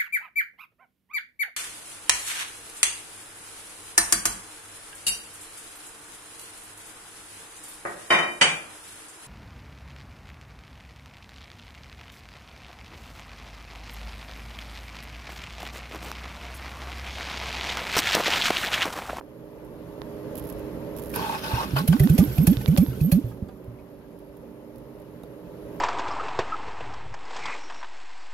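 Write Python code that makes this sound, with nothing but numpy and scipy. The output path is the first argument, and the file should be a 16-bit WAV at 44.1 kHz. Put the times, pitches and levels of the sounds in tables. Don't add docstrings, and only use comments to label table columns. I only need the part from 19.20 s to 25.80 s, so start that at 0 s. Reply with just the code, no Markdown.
import sys
import numpy as np
from scipy import signal
from scipy.fft import rfft, irfft
from scipy.io import wavfile
from scipy.ndimage import uniform_filter1d

SR = 44100
rng = np.random.default_rng(int(sys.argv[2]) if len(sys.argv) > 2 else 0)


def gain_from_db(level_db):
    decades = np.asarray(level_db, float) / 20
    return 10 ** decades


def store_pcm(level_fs):
    pcm = np.round(np.clip(level_fs, -1, 1) * 32767).astype(np.int16)
    wavfile.write(sys.argv[1], SR, np.atleast_2d(pcm).T)


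N = 291060

# f/Hz, likeness; f/Hz, left-right/dB; f/Hz, left lead/rad
BLOWER_SIDE = [
    [(60, 0.97), (180, 0.88), (550, 1), (1650, 0.048), (4970, -0.26), (15000, -1.4)],
    [(60, -2.5), (130, -2), (290, -6), (640, -3), (1410, 6.5), (3100, 5), (6820, -24.5), (15000, -12)],
    [(0, -2), (780, 1.2), (1720, -0.84), (2580, 4.5), (6290, 0), (16000, 0)],
]
ENGINE_SIDE = [
    [(60, 0.39), (500, 1), (1500, 0.14), (4000, 0.12), (12000, 0.23)],
    [(60, 4), (130, 15), (290, -15), (640, -7.5), (1410, 5), (3100, 5), (6820, -8.5), (15000, -5.5)],
    [(0, 2.9), (600, 0.3), (900, 1.56), (1200, 1.95), (1720, 4.1), (3010, 9.2), (16000, 18.54)],
]
EXHAUST_SIDE = [
    [(60, 1), (1000, 1)],
    [(60, -3), (150, -4), (280, -8), (600, -4)],
    [(0, 0), (60, 0.26), (170, 0), (300, 0.34), (600, 1.4)],
]
STARTER_SIDE = [
    [(60, 1), (16000, 1)],
    [(450, -4), (600, -2), (825, -8), (900, -2), (1200, -2), (1650, 6), (2500, 6), (4970, -1)],
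    [(0, 0), (400, .7), (600, .9), (880, 1.3), (1200, 2.1), (1720, 3.5), (2500, 7.2), (16000, 18)],
]

# f/Hz, level/dB per Hz
MIC_HISS = [(4120, -54), (7000, -52), (8690, -5), (11100, 8.5), (11700, 12), (15000, -3.5), (15800, -14),
            (16300, -23)]

# t/s, level/dB
BLOWER_LEVEL = [(0.0, -49.5), (0.5, -45), (1.21, -38.5), (1.91, -39), (2.13, -40.5), (2.79, -49),
                (3.12, -46.5), (3.73, -46.5), (4.32, -48), (4.8, -48.5), (5.51, -47.5), (6.21, -46),
                (6.6, -41.5)]
# t/s, speed/turns per s
SHAFT_SPEED = [(0, 102.7), (1.9, 102.8), (2.1, 97), (2.5, 90), (4, 93), (4.5, 95.5), (4.9, 97.8),
               (5.33, 100.3), (5.75, 102), (6.6, 102.9)]
# multiple of shaft speed, level/dB
SHAFT_ORDERS = [(3, -1), (4, -.3), (8.5, -20)]
# f/Hz, width/Hz, level/dB
DUCT = [(128.6, 7.4, -8.5), (175, 7, -10.5), (233, 3.1, -9.5), (285.2, 7.1, -12.5), (521, 98, -8.5)]
# f/Hz, level/dB per Hz
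AIR_ROAR = [(15, -42), (30, -6), (53, -1), (97, -9), (200, -8), (350, -8), (590, -5), (730, -23.5),
            (900, -16.5), (1370, -27), (2300, -32.5), (8000, -48), (10400, -88), (17600, -120)]

# t/s, level/dB, width/s
POPS = [
    (.0118, -25, .00022),
    (6.0377, -26, .0004),
]
# t/s, length/s, level/dB, left-right/dB
FLURRIES = [
    (1.155, 0.042, -24, -16),
    (1.226, 0.07, -33.5, -14),
    (1.384, 0.016, -30.5, -15),
    (1.763, 0.035, -26.5, -29),
    (1.819, 0.12, -30, -20),
    (1.939, 0.013, -27, -10),
]
# t/s, level/dB
RUSTLES = [(.4474, -42), (1.2988, -25), (1.3249, -30), (1.96, -12), (2.0228, -26), (4.443, -44),
           (4.9894, -42.5), (5.1686, -39), (5.559, -39), (5.5832, -40.5), (5.7994, -44), (5.8194, -46),
           (6.0346, -38), (6.56, -39)]
# f/Hz, level/dB per Hz
CRACKLE_COLOUR = [(1470, -51), (2500, -13), (3500, -14.5), (3820, -14), (5740, -15.5), (8570, -18),
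                  (11600, 1), (15000, -14.5), (16300, -9.5)]
# t/s, level/dB, ping over body/dB
SNAPS = [
    (0.817, -17.5, -11),
    (2.766, -18, -17),
    (2.873, -14, -10),
    (3.039, -22, -5.5),
    (3.369, -31, 11),
    (3.459, -18, 2),
    (3.564, -14.5, -5.5),
    (3.663, -23, -9),
]

# t/s, level/dB, f/Hz
TICKS = [(1.907, -36, 1840), (1.939, -26, 2420), (1.957, -21, 1527), (2.243, -32, 1060), (2.565, -31, 1210),
         (2.583, -22.5, 1487), (2.683, -25, 2970), (2.729, -21, 1510), (2.796, -21, 2010),
         (2.835, -25, 1840), (2.891, -31, 1510), (3.003, -27, 1190), (3.181, -24.5, 2540),
         (3.267, -29, 1760), (3.329, -43, 1300), (3.408, -35, 1810), (3.477, -27, 2290), (3.513, -41, 1170),
         (3.578, -24, 4550), (3.614, -34, 2270), (3.711, -45, 1570), (3.732, -39, 1370),
         (3.805, -32.5, 2550), (3.916, -21.5, 2520)]
# f/Hz, left-right/dB
TICK_PAN = [(1250, -2), (1550, 11), (2300, 8), (4500, 12)]
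# f/Hz, ring time/s (a fall of 60 dB takes 2.5 times as long)
TICK_RING_TIME = [(1200, 0.026), (2500, 0.012), (4500, 0.0086)]
# t/s, level/dB, f/Hz, left-right/dB, ring time/s (a fall of 60 dB takes 2.5 times as long)
THUDS = [(2.386, -30, 1104, 6, .13), (4.107, -45, 880, -13, .05), (4.113, -46, 1250, -8, .04),
         (4.117, -48, 1650, -8, .03), (4.084, -50, 3300, -1, .008), (4.097, -50, 3800, -1, .008),
         (4.285, -41, 764, -14, .06), (4.287, -44, 1200, -5, .04), (4.289, -46, 1600, -5, .03),
         (4.288, -48, 3450, -5, .015), (4.288, -51, 4700, -5, .015), (4.587, -50, 2250, 1, .03),
         (4.59, -48, 2520, 1, .03), (6.034, -38, 3750, -6, .007), (6.036, -41, 1400, -6, .012),
         (5.559, -50, 5700, -10, .006), (3.834, -44, 3300, 6, .012)]

# t/s, level/dB
EFFORT = [(2.1, -28), (2.45, -6.5), (2.87, 1.5), (3.05, 1), (3.75, -5.5), (4.1, -13), (4.2, -26),
          (4.6, -48)]
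# f/Hz, level/dB per Hz
CLATTER = [(290, 0.5), (500, 0.5), (576, -11), (757, -5), (1170, -11), (1510, -8.5), (1680, -15),
           (2960, -12), (8500, -20.5), (11000, -64), (18700, -120)]
# f/Hz, level/dB per Hz
INTAKE_RUSH = [(6000, -60), (8500, -18.5), (11500, -0.5), (13500, -7), (16300, -17)]
# t/s, hold/s, level/dB
BELT_SLIPS = [(2.80, .02, -46), (2.835, 0.0088, -30), (2.875, .01, -43), (2.94, .008, -33),
              (3.028, 0.028, -36), (3.07, .025, -51), (3.127, 0.0059, -39), (3.16, .015, -38),
              (3.215, 0.023, -33), (3.31, 0.012, -34), (3.35, .02, -49), (3.415, .005, -43),
              (3.45, 0.037, -43), (3.515, .005, -42), (3.555, .01, -41), (3.615, 0.019, -34),
              (3.65, 0.05, -41), (3.836, 0.026, -32.5), (3.87, 0.032, -43), (3.94, 0.025, -43),
              (4.06, .03, -56)]

# t/s, level/dB, mid over top band/dB
SPITS = [(2.585, -29, -8), (2.676, -16, -9.5), (2.725, -50, 15), (2.795, -21.5, -6), (2.894, -22.5, -15),
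         (2.9785, -15.5, -6.5), (3.178, -27.5, -7.5), (3.2682, -12.5, -11), (3.327, -40.5, 5),
         (3.41, -38, -0.5), (3.478, -27.5, -19), (3.573, -15.5, -8.5), (3.808, -31.5, -13),
         (3.916, -16, -12.5), (2.99, -29, -5), (3.925, -34, -9.5)]
# f/Hz, level/dB per Hz
SPIT_MID = [(530, 3), (900, -23), (2250, -2), (3750, -7), (4380, -8), (8000, -12.5), (10400, -55),
            (17600, -120)]
SPIT_TOP = [(4710, -19), (8000, -19.5), (8520, -20.5), (11200, -3), (13000, -7), (15900, -18), (16300, -39)]
# f/Hz, width/Hz, level/dB
MANIFOLD = [(556, 38, 14), (730, 69, 7.5), (1187, 28, 4), (1717, 41, 7.5), (2520, 180, 2), (3270, 110, 2.5),
            (4270, 81, 3), (5250, 220, -8), (6450, 99, -10)]

# t/s, push/s, grind/dB, gear hiss/dB
HEAVES = [
    (1.957, 0.2, -28, -38.5),
    (2.18, 0.013, -48, -38),
    (2.221, .015, -51, -41.5),
    (2.238, 0.2, -29.5, -36.5),
    (2.42, .05, -42, -44),
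    (2.565, 0.02, -29, -31),
    (2.725, 0.013, -33, -41),
]
FREE_RUN = 1.94, 0.61, -45
# f/Hz, width/Hz, level/dB
HOUSING = [(880, 69, 14.5), (1108, 73, 12), (1510, 35, 8.5), (2527, 56, 5), (4700, 53, -29)]
# f/Hz, level/dB per Hz
GEAR_HISS = [(350, -14), (600, -8.5), (689, -14), (896, -14), (1370, -11.5), (1540, -7), (1940, -20.5),
             (2520, -14), (5040, -18), (7420, -31.5), (11900, -19.5), (13800, -23), (16300, -38)]
# t/s, level/dB, f/Hz
CATCHES = [(1.959, -27, 977), (1.989, -28, 1014), (2.010, -29.5, 902), (2.024, -37, 854), (2.041, -24, 896),
           (2.064, -25.5, 850), (2.094, -21, 918), (2.125, -24.5, 876), (2.152, -27, 883),
           (2.17, -38, 1510), (2.241, -30.5, 897), (2.260, -44, 1160), (2.274, -32, 1510),
           (2.289, -35, 880), (2.314, -26, 884), (2.336, -35, 2574), (2.339, -25, 912), (2.363, -29, 992),
           (2.375, -22, 880), (2.384, -19, 932), (2.402, -22, 1092), (2.419, -31, 1068), (2.437, -41, 1105)]
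# t/s, level/dB, f/Hz, t60/s
CLANKS = [(2.562, -29, 624, 0.055), (2.562, -26, 966, 0.057), (2.563, -41.5, 840, 0.33),
          (2.564, -34, 2570, .04), (2.564, -27, 3050, .04), (2.568, -23, 1400, 0.064),
          (2.598, -38, 1490, 0.062), (2.584, -28.5, 1088, 0.1), (2.584, -29, 4570, .03),
          (2.584, -27.5, 4950, 0.029), (2.586, -43, 455, .08), (2.676, -34, 700, 0.059),
          (2.724, -35, 670, 0.044), (2.726, -37.5, 1100, 0.15), (2.727, -27, 3160, .03),
          (2.734, -33.5, 4700, .03), (2.838, -39, 730, 0.071), (2.99, -34.5, 813, 0.075),
          (3.178, -33, 715, 0.046), (3.41, -42, 850, 0.066), (3.272, -41, 830, 0.15),
          (3.574, -40.5, 810, 0.13), (3.578, -40, 1167, .07), (3.92, -32, 4300, 0.06),
          (3.922, -46, 816, 0.086), (3.922, -46, 1660, 0.065)]
# t/s, level/dB, f/Hz, t60/s
PINGS = [(2.039, -40, 3900, .025), (2.064, -36, 3620, .025), (2.155, -37.5, 2500, 0.036),
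         (2.222, -43, 6000, .03), (2.243, -34, 4700, .03), (2.241, -33, 2600, .03), (2.345, -36, 5500, .05),
         (2.364, -30, 2800, 0.034), (2.377, -37, 5300, .03), (2.395, -40, 4300, .04),
         (3.183, -42, 4500, .03), (3.809, -43, 4400, .03), (3.81, -47, 5300, .03), (2.3, -40, 1900, 0.022),
         (3.73, -40, 2900, 0.022), (2.894, -35, 2580, 0.027), (3.92, -37, 6100, .03),
         (3.329, -35, 3360, .03), (3.513, -40, 3000, .03), (3.578, -34, 5400, .03),
         (3.272, -34, 5600, 0.027)]

# t/s, level/dB, length/s
HOT = [
    (166, 291, 3.6),
    [(2.9883, -7.5, 0.048), (3.2764, -8, 0.053), (3.5828, -8.5, 0.0568), (3.9237, -10.5, 0.07)],
]
WARM = [
    (147.7, 274, 5.9),
    [(2.8992, -8.5, 0.06), (3.1844, -9.5, 0.064), (3.4828, -10, 0.068), (3.8127, -12.5, 0.087)],
]
FIRST_FIRE = (156.2, 290, 1.9), [(2.687, -12, .077)]
COLD = (134, 276, 2.7), [(2.8022, -9, 0.07)]
HALF_BURNT = (131, 234, 8), [(2.533, -17.5, 0.119)]
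KICK_BACK = (114, 96, 18), [(4.2245, -20.5, .017)]
MISFIRE = (124, 152, 24), [(3.0765, -18.5, 0.11), (3.3702, -17, 0.1), (3.6825, -18.5, 0.126)]
SLOW_TURN = (117, 120, 35), [(2.3342, -15, 0.1), (4.041, -19.5, 0.18), (4.4782, -29.5, 0.18)]
# t/s, level/dB, f/Hz
PIPE_NOTES = [(1.96, -36, 227), (1.972, -29, 447), (2.688, -15.5, 164.5), (2.796, -32.5, 614),
              (3.476, -33.5, 498), (3.924, -28, 166), (2.531, -31, 310), (2.632, -32, 252),
              (2.803, -23, 389), (2.901, -28.5, 367), (2.984, -30.5, 350), (2.984, -27.5, 598),
              (3.045, -23.5, 306), (3.272, -24, 333), (3.272, -31, 584), (3.335, -30, 295),
              (3.575, -31.5, 574), (4.22, -27.5, 198.5), (3.92, -30.5, 570)]
# t/s, level/dB
JOLTS = [
    (1.97, -34),
    (4.23, -41),
]
# f/Hz, level/dB per Hz
BLOCK = [(30, -10), (60, 5.5), (100, -5), (190, 3), (300, -8), (420, -5.5), (700, -30.5), (1500, -80)]


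def evened(x):
    return x / np.sqrt(np.mean(x ** 2) + 1e-20)


def wander(shape, smooth):
    return evened(uniform_filter1d(rng.standard_normal(shape), smooth))


def read(points, hz):
    f, value = np.transpose(points)
    return np.interp(np.log(hz + 40), np.log(f + 40), value)


def curve(rows):
    s, value = np.transpose(rows)
    return np.interp(np.arange(N) / SR, s, value, left=-120, right=-120)


def humps(rows, rise_db_per_s, fall_db_per_s, swell_db_per_s=0.):
    t = np.arange(N) / SR
    levels = []
    for s, hold, db in rows:
        rise = rise_db_per_s * np.maximum(s - t, 0)
        fall = fall_db_per_s * np.maximum(t - s - hold, 0)
        swell = swell_db_per_s * np.clip(s + hold - t, 0, hold)
        levels.append(db - rise - fall - swell)
    return np.max(levels, axis=0)


def add(mix, s, sound):
    part = mix[..., round(s * SR):][..., :sound.shape[-1]]
    part += sound[..., :part.shape[-1]]


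def resonate(x, hz, width):
    turn = np.exp(2j * np.pi * np.cumsum(hz * np.ones(N)) / SR)
    r = np.exp(-np.pi * width / SR)
    return 2 * (turn * signal.lfilter([1 - r], [1, -r], x / turn)).real


def ports(x, side, other=None):
    hz, z = np.fft.rfftfreq(N, 1 / SR), rfft(x)
    same = np.clip(read(side[0], hz), -1, 1)
    tilt = gain_from_db(read(side[1], hz) / 2)
    lead = read(side[2], hz)
    right = z if other is None else same * z + np.sqrt(1 - same ** 2) * rfft(other)
    pair = np.array([z * tilt * np.exp(1j * lead), right / tilt])
    return irfft(pair * 2 / (tilt + 1 / tilt), N)


def noise(spectrum, patchy_db=0., grain_db=0.):
    patches = uniform_filter1d(rng.standard_normal((N // 128 + 5, 257)), 12, 0)
    patches = evened(uniform_filter1d(patches, 4, 1)).T
    grain = gain_from_db(grain_db * wander(N, 40))
    z = signal.stft(rng.standard_normal((2, N)) * grain, nperseg=512, noverlap=384)[2]
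    z = z * gain_from_db(patchy_db * patches[:, :z.shape[2]])
    x = signal.istft(z, nperseg=512, noverlap=384)[1][:, :N]
    colour = gain_from_db(read(spectrum, np.fft.rfftfreq(N, 1 / SR)))
    return evened(irfft(rfft(x) * colour, N))


def rings(rows, rise_s):
    out, t = np.zeros(N), np.arange(6000) / SR
    for s, db, hz, t60 in rows:
        unsteady = 1 + 0.25 * wander(6000, 120)
        fade = gain_from_db(db + 5 - 60 * t / t60) * (1 - np.exp(-t / rise_s))
        add(out, s, fade * unsteady * np.sin(2 * np.pi * hz * t))
    return ports(out, STARTER_SIDE)


def loose_chatter():
    per_s, spread_db, t60 = 260, 4, 0.014
    size = gain_from_db(spread_db * np.minimum(rng.exponential(1, N), 3)) * (rng.random(N) < per_s / SR)
    part = rng.integers(0, 24, N)
    out, t = np.zeros(N), np.arange(1200) / SR
    fade = (1 - np.exp(-t / 0.0005)) * gain_from_db(-60 * t / t60)
    for k, hz in enumerate(np.geomspace(1200, 5500, 24)):
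        out += signal.oaconvolve(size * (part == k), fade * np.sin(2 * np.pi * hz * t))[:N]
    return evened(out)


def microphone_hiss():
    level_db = -71 + np.array([[-9], [5]]) + 0.89 * (curve(BLOWER_LEVEL) + 49)
    return gain_from_db(level_db) * noise(MIC_HISS, 2.0, 0.94)


def blower():
    speed = curve(SHAFT_SPEED) * (1 + 0.0005 * wander(N, 6000))
    turns = 2 * np.pi * np.cumsum(speed) / SR
    waver = gain_from_db(0.6 * wander((len(SHAFT_ORDERS), N), 3000))
    tones = sum(gain_from_db(db) * w * np.sin(k * turns) for (k, db), w in zip(SHAFT_ORDERS, waver))
    duct = sum(gain_from_db(db) * evened(resonate(rng.standard_normal(N), hz, width)) for hz, width, db in DUCT)
    air = noise(AIR_ROAR, 1.5, 0.99) + gain_from_db(-3.5) * tones + gain_from_db(-2) * duct
    sound = gain_from_db(curve(BLOWER_LEVEL) + 1) * air
    return ports(sound[0], BLOWER_SIDE, sound[1])


def pops():
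    out = np.zeros(N)
    for s, db, width in POPS:
        u = np.arange(-4, 8, 1 / (width * SR))
        rebound = 0.5 * np.exp(-((u - 2.4) / 1.6) ** 2)
        add(out, s - 4 * width, gain_from_db(db) * (rebound - np.exp(-u ** 2)))
    return out * gain_from_db([[-6], [2]])


def key_crackle():
    gap_s, spread_db, rustle_pan_db = 0.0105, 3, -21
    rows = [(s, db, rustle_pan_db) for s, db in RUSTLES]
    for start, length, db, pan_db in FLURRIES:
        late, size = rng.standard_normal((2, 16))
        times = start + gap_s * (np.arange(16) + 0.22 * late)
        rows += [(s, db + spread_db * v, pan_db) for s, v in zip(times, size) if s < start + length]
    level, t = np.zeros((2, N)), np.arange(900) / SR
    fade = np.exp(-t / 0.0024) + 0.2 * np.exp(-t / 0.02)
    for s, db, pan_db in rows:
        add(level, s, gain_from_db(db - 8.5 + np.array([[pan_db], [0]])) * fade)
    return level * noise(CRACKLE_COLOUR, 1.8, 0.9)[0]


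def snaps():
    pan_db, edge_hz = -28, 5700
    out, t = np.zeros((2, N)), np.arange(600) / SR
    body = np.sin(2 * np.pi * 1000 * t) + 0.5 * np.sin(2 * np.pi * 1800 * t)
    body = np.exp(-t / 0.0006) * body
    ping = (np.exp(-t / 0.00019) + 0.089 * np.exp(-t / 0.0017)) * np.sin(2 * np.pi * 3600 * t)
    for s, db, ping_db in SNAPS:
        sound = body + gain_from_db(ping_db + 10.5) * ping
        add(out, s + 0.001035, gain_from_db(db - 3 + np.array([[pan_db], [0]])) * sound)
    return signal.lfilter(*signal.butter(2, edge_hz, fs=SR), out)


def ticks():
    out, t = np.zeros((2, N)), np.arange(3000) / SR
    rows = [(s, db, hz, read(TICK_PAN, hz), read(TICK_RING_TIME, hz)) for s, db, hz in TICKS]
    for s, db, hz, pan_db, t60 in rows + list(THUDS):
        ring = np.sin(2 * np.pi * hz * t) + 0.12 * np.sin(2 * np.pi * 1.83 * hz * t)
        unsteady = 1 + 0.45 * wander(3000, 40)
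        fade = (1 - np.exp(-t / 0.0015)) * gain_from_db(-60 * t / (2.5 * t60))
        crack = 0.34 * rng.standard_normal(3000) * np.exp(-t / 0.0012)
        pan = np.array([[pan_db / 2], [-pan_db / 2]])
        add(out, s, gain_from_db(db - 7 + pan) * (ring * unsteady * fade + crack))
    return out


def belt_squeal():
    squeal_hz = 12625
    slow = uniform_filter1d(rng.standard_normal(N), 400)
    slip = gain_from_db(1.5 * evened(uniform_filter1d(slow, 400)))
    grit = resonate(rng.standard_normal((2, N)), squeal_hz, 120)
    grit = evened(resonate(grit, squeal_hz, 120))
    tone = np.sin(2 * np.pi * squeal_hz * np.arange(N) / SR + 14 * np.log(slip))
    level_db = humps(BELT_SLIPS, rise_db_per_s=1202, fall_db_per_s=800)
    return gain_from_db(level_db - 2) * slip * (0.55 * grit + 0.85 * tone)


def running():
    effort_db = curve(EFFORT)
    cover = evened(resonate(rng.standard_normal((2, N)), 1503, 35))
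    valves = noise(CLATTER, 2.3, 0.52) + gain_from_db(-12 + 0.6 * effort_db) * cover
    valves = valves + gain_from_db(-14.5) * loose_chatter()
    clatter = gain_from_db(-50 + effort_db + 7.5) * valves
    rush = gain_from_db(-48.5 + 0.97 * effort_db + 2.5) * noise(INTAKE_RUSH, 2.2, 2.0)
    sound = clatter + rush + belt_squeal()
    return ports(sound[0], ENGINE_SIDE, sound[1])


def spits():
    spit_s = 0.01
    top, mid = np.zeros((2, N))
    u = np.arange(0, 6, 1 / (spit_s * SR))
    shape = (1 - np.exp(-(u / 0.5) ** 2)) * (np.exp(-u ** 2) + 0.2 * np.exp(-u / 3.5))
    for s, db, mid_db in SPITS:
        add(top, s - 0.002, gain_from_db(db - 5) * shape)
        add(mid, s - 0.002, gain_from_db(db + mid_db - 3) * shape)
    jet = top * noise(SPIT_TOP, 2.8, 0.78) + mid * noise(SPIT_MID, 3.5, 1.8)
    rattle = mid * rng.standard_normal((2, N)) * (rng.random(N) < 1500 / SR)
    ringing = sum(gain_from_db(db + 20.5) * resonate(rattle, hz, width) for hz, width, db in MANIFOLD)
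    sound = jet + ringing
    return ports(sound[0], ENGINE_SIDE, sound[1])


def starter():
    start, push, grind, hiss = np.transpose(HEAVES)
    grind_db = humps(zip(start, push, grind), rise_db_per_s=1600, fall_db_per_s=398, swell_db_per_s=31)
    hissing = [*zip(start, push, hiss), FREE_RUN]
    hiss_db = humps(hissing, rise_db_per_s=1600, fall_db_per_s=343, swell_db_per_s=-9.5)
    teeth = rng.standard_normal((2, N)) * (0.25 + 2.5 * (rng.random(N) < 900 / SR))
    modes = [gain_from_db(db) * np.sqrt(width) * evened(resonate(teeth, hz, width)) for hz, width, db in HOUSING]
    sound = gain_from_db(grind_db - 4.5) * evened(sum(modes))
    sound = sound + gain_from_db(hiss_db) * noise(GEAR_HISS, 2.3, 1.5)
    sound = sound + gain_from_db(hiss_db - 10) * loose_chatter()
    catches = rings([(*row, 0.068) for row in CATCHES], rise_s=0.0038)
    blows = rings(list(CLANKS) + list(PINGS), rise_s=0.0024)
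    return ports(sound[0], ENGINE_SIDE, sound[1]) + catches + blows


def stroke(db, low_hz, high_hz, length, sag_db):
    glide_bend, valve_shut = 2.75, 15.2
    t = np.arange(0, 1.6 * length, 1 / SR)
    rise = t / length
    turns = np.cumsum(low_hz + (high_hz - low_hz) * np.minimum(rise, 1.04) ** glide_bend) / SR
    level_db = -sag_db * rise + 1.5 * np.minimum(rise, 1) ** 4
    swing = (1 - np.exp(-t / 0.00073)) * gain_from_db(level_db) / (1 + rise ** valve_shut)
    rough = wander(9000, 200)[np.arange(len(t)) % 9000]
    swing = swing * (1 + 0.037 * rough)
    ring = np.sin(2 * np.pi * turns) + gain_from_db(-31.5) * np.sin(4 * np.pi * turns)
    gulp = np.exp(-((turns - 0.965) / 0.5) ** 2)
    gulp = signal.lfilter(*signal.butter(1, 45, "high", fs=SR), gulp)
    silencer = 0.15 * np.exp(-t / 0.035) * np.sin(2 * np.pi * 65 * t)
    silencer = silencer * signal.windows.tukey(len(t), 0.3)
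    return gain_from_db(db) * (swing * ring - 1.13 * gulp - silencer)


def exhaust():
    burnt = FIRST_FIRE, HOT, WARM, COLD, HALF_BURNT, KICK_BACK
    unburnt = MISFIRE, SLOW_TURN
    out, t = np.zeros(N), np.arange(9000) / SR
    for sign, kinds in (0.87, burnt), (-0.81, unburnt):
        for (low_hz, high_hz, sag_db), rows in kinds:
            for s, db, length in rows:
                add(out, s, sign * stroke(db, low_hz, high_hz, length, sag_db))
    for s, db, hz in PIPE_NOTES:
        fade = gain_from_db(db + 6 - 60 * t / 0.095) * (1 - np.exp(-t / 0.0032))
        add(out, s, fade * np.sin(2 * np.pi * hz * t))
    jolt_db = humps([(s, 0, db) for s, db in JOLTS], rise_db_per_s=800, fall_db_per_s=62)
    shake_db = np.maximum(-33.5 + 0.51 * curve(EFFORT), jolt_db)
    shake = gain_from_db(shake_db) * noise(BLOCK, 1.1, 5.3)[0]
    return ports(out + shake, EXHAUST_SIDE)


def scene():
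    background = microphone_hiss() + blower()
    close_by = pops() + key_crackle() + snaps()
    engine = ticks() + running() + spits() + starter() + exhaust()
    return background + close_by + engine


def band_limit(x):
    return signal.sosfilt(signal.butter(12, 16790, fs=SR, output="sos"), x)


def record(dry):
    hz = np.fft.rfftfreq(N, 1 / SR)
    bass_cut = 1 / (1 + (38 / (hz + 1)) ** 4)
    top_cut = 1 / (1 + (hz / 15850) ** 400)
    mix = irfft(rfft(dry) * bass_cut * top_cut, N)
    return band_limit(mix)


dry = scene()
out = record(dry)
store_pcm(out)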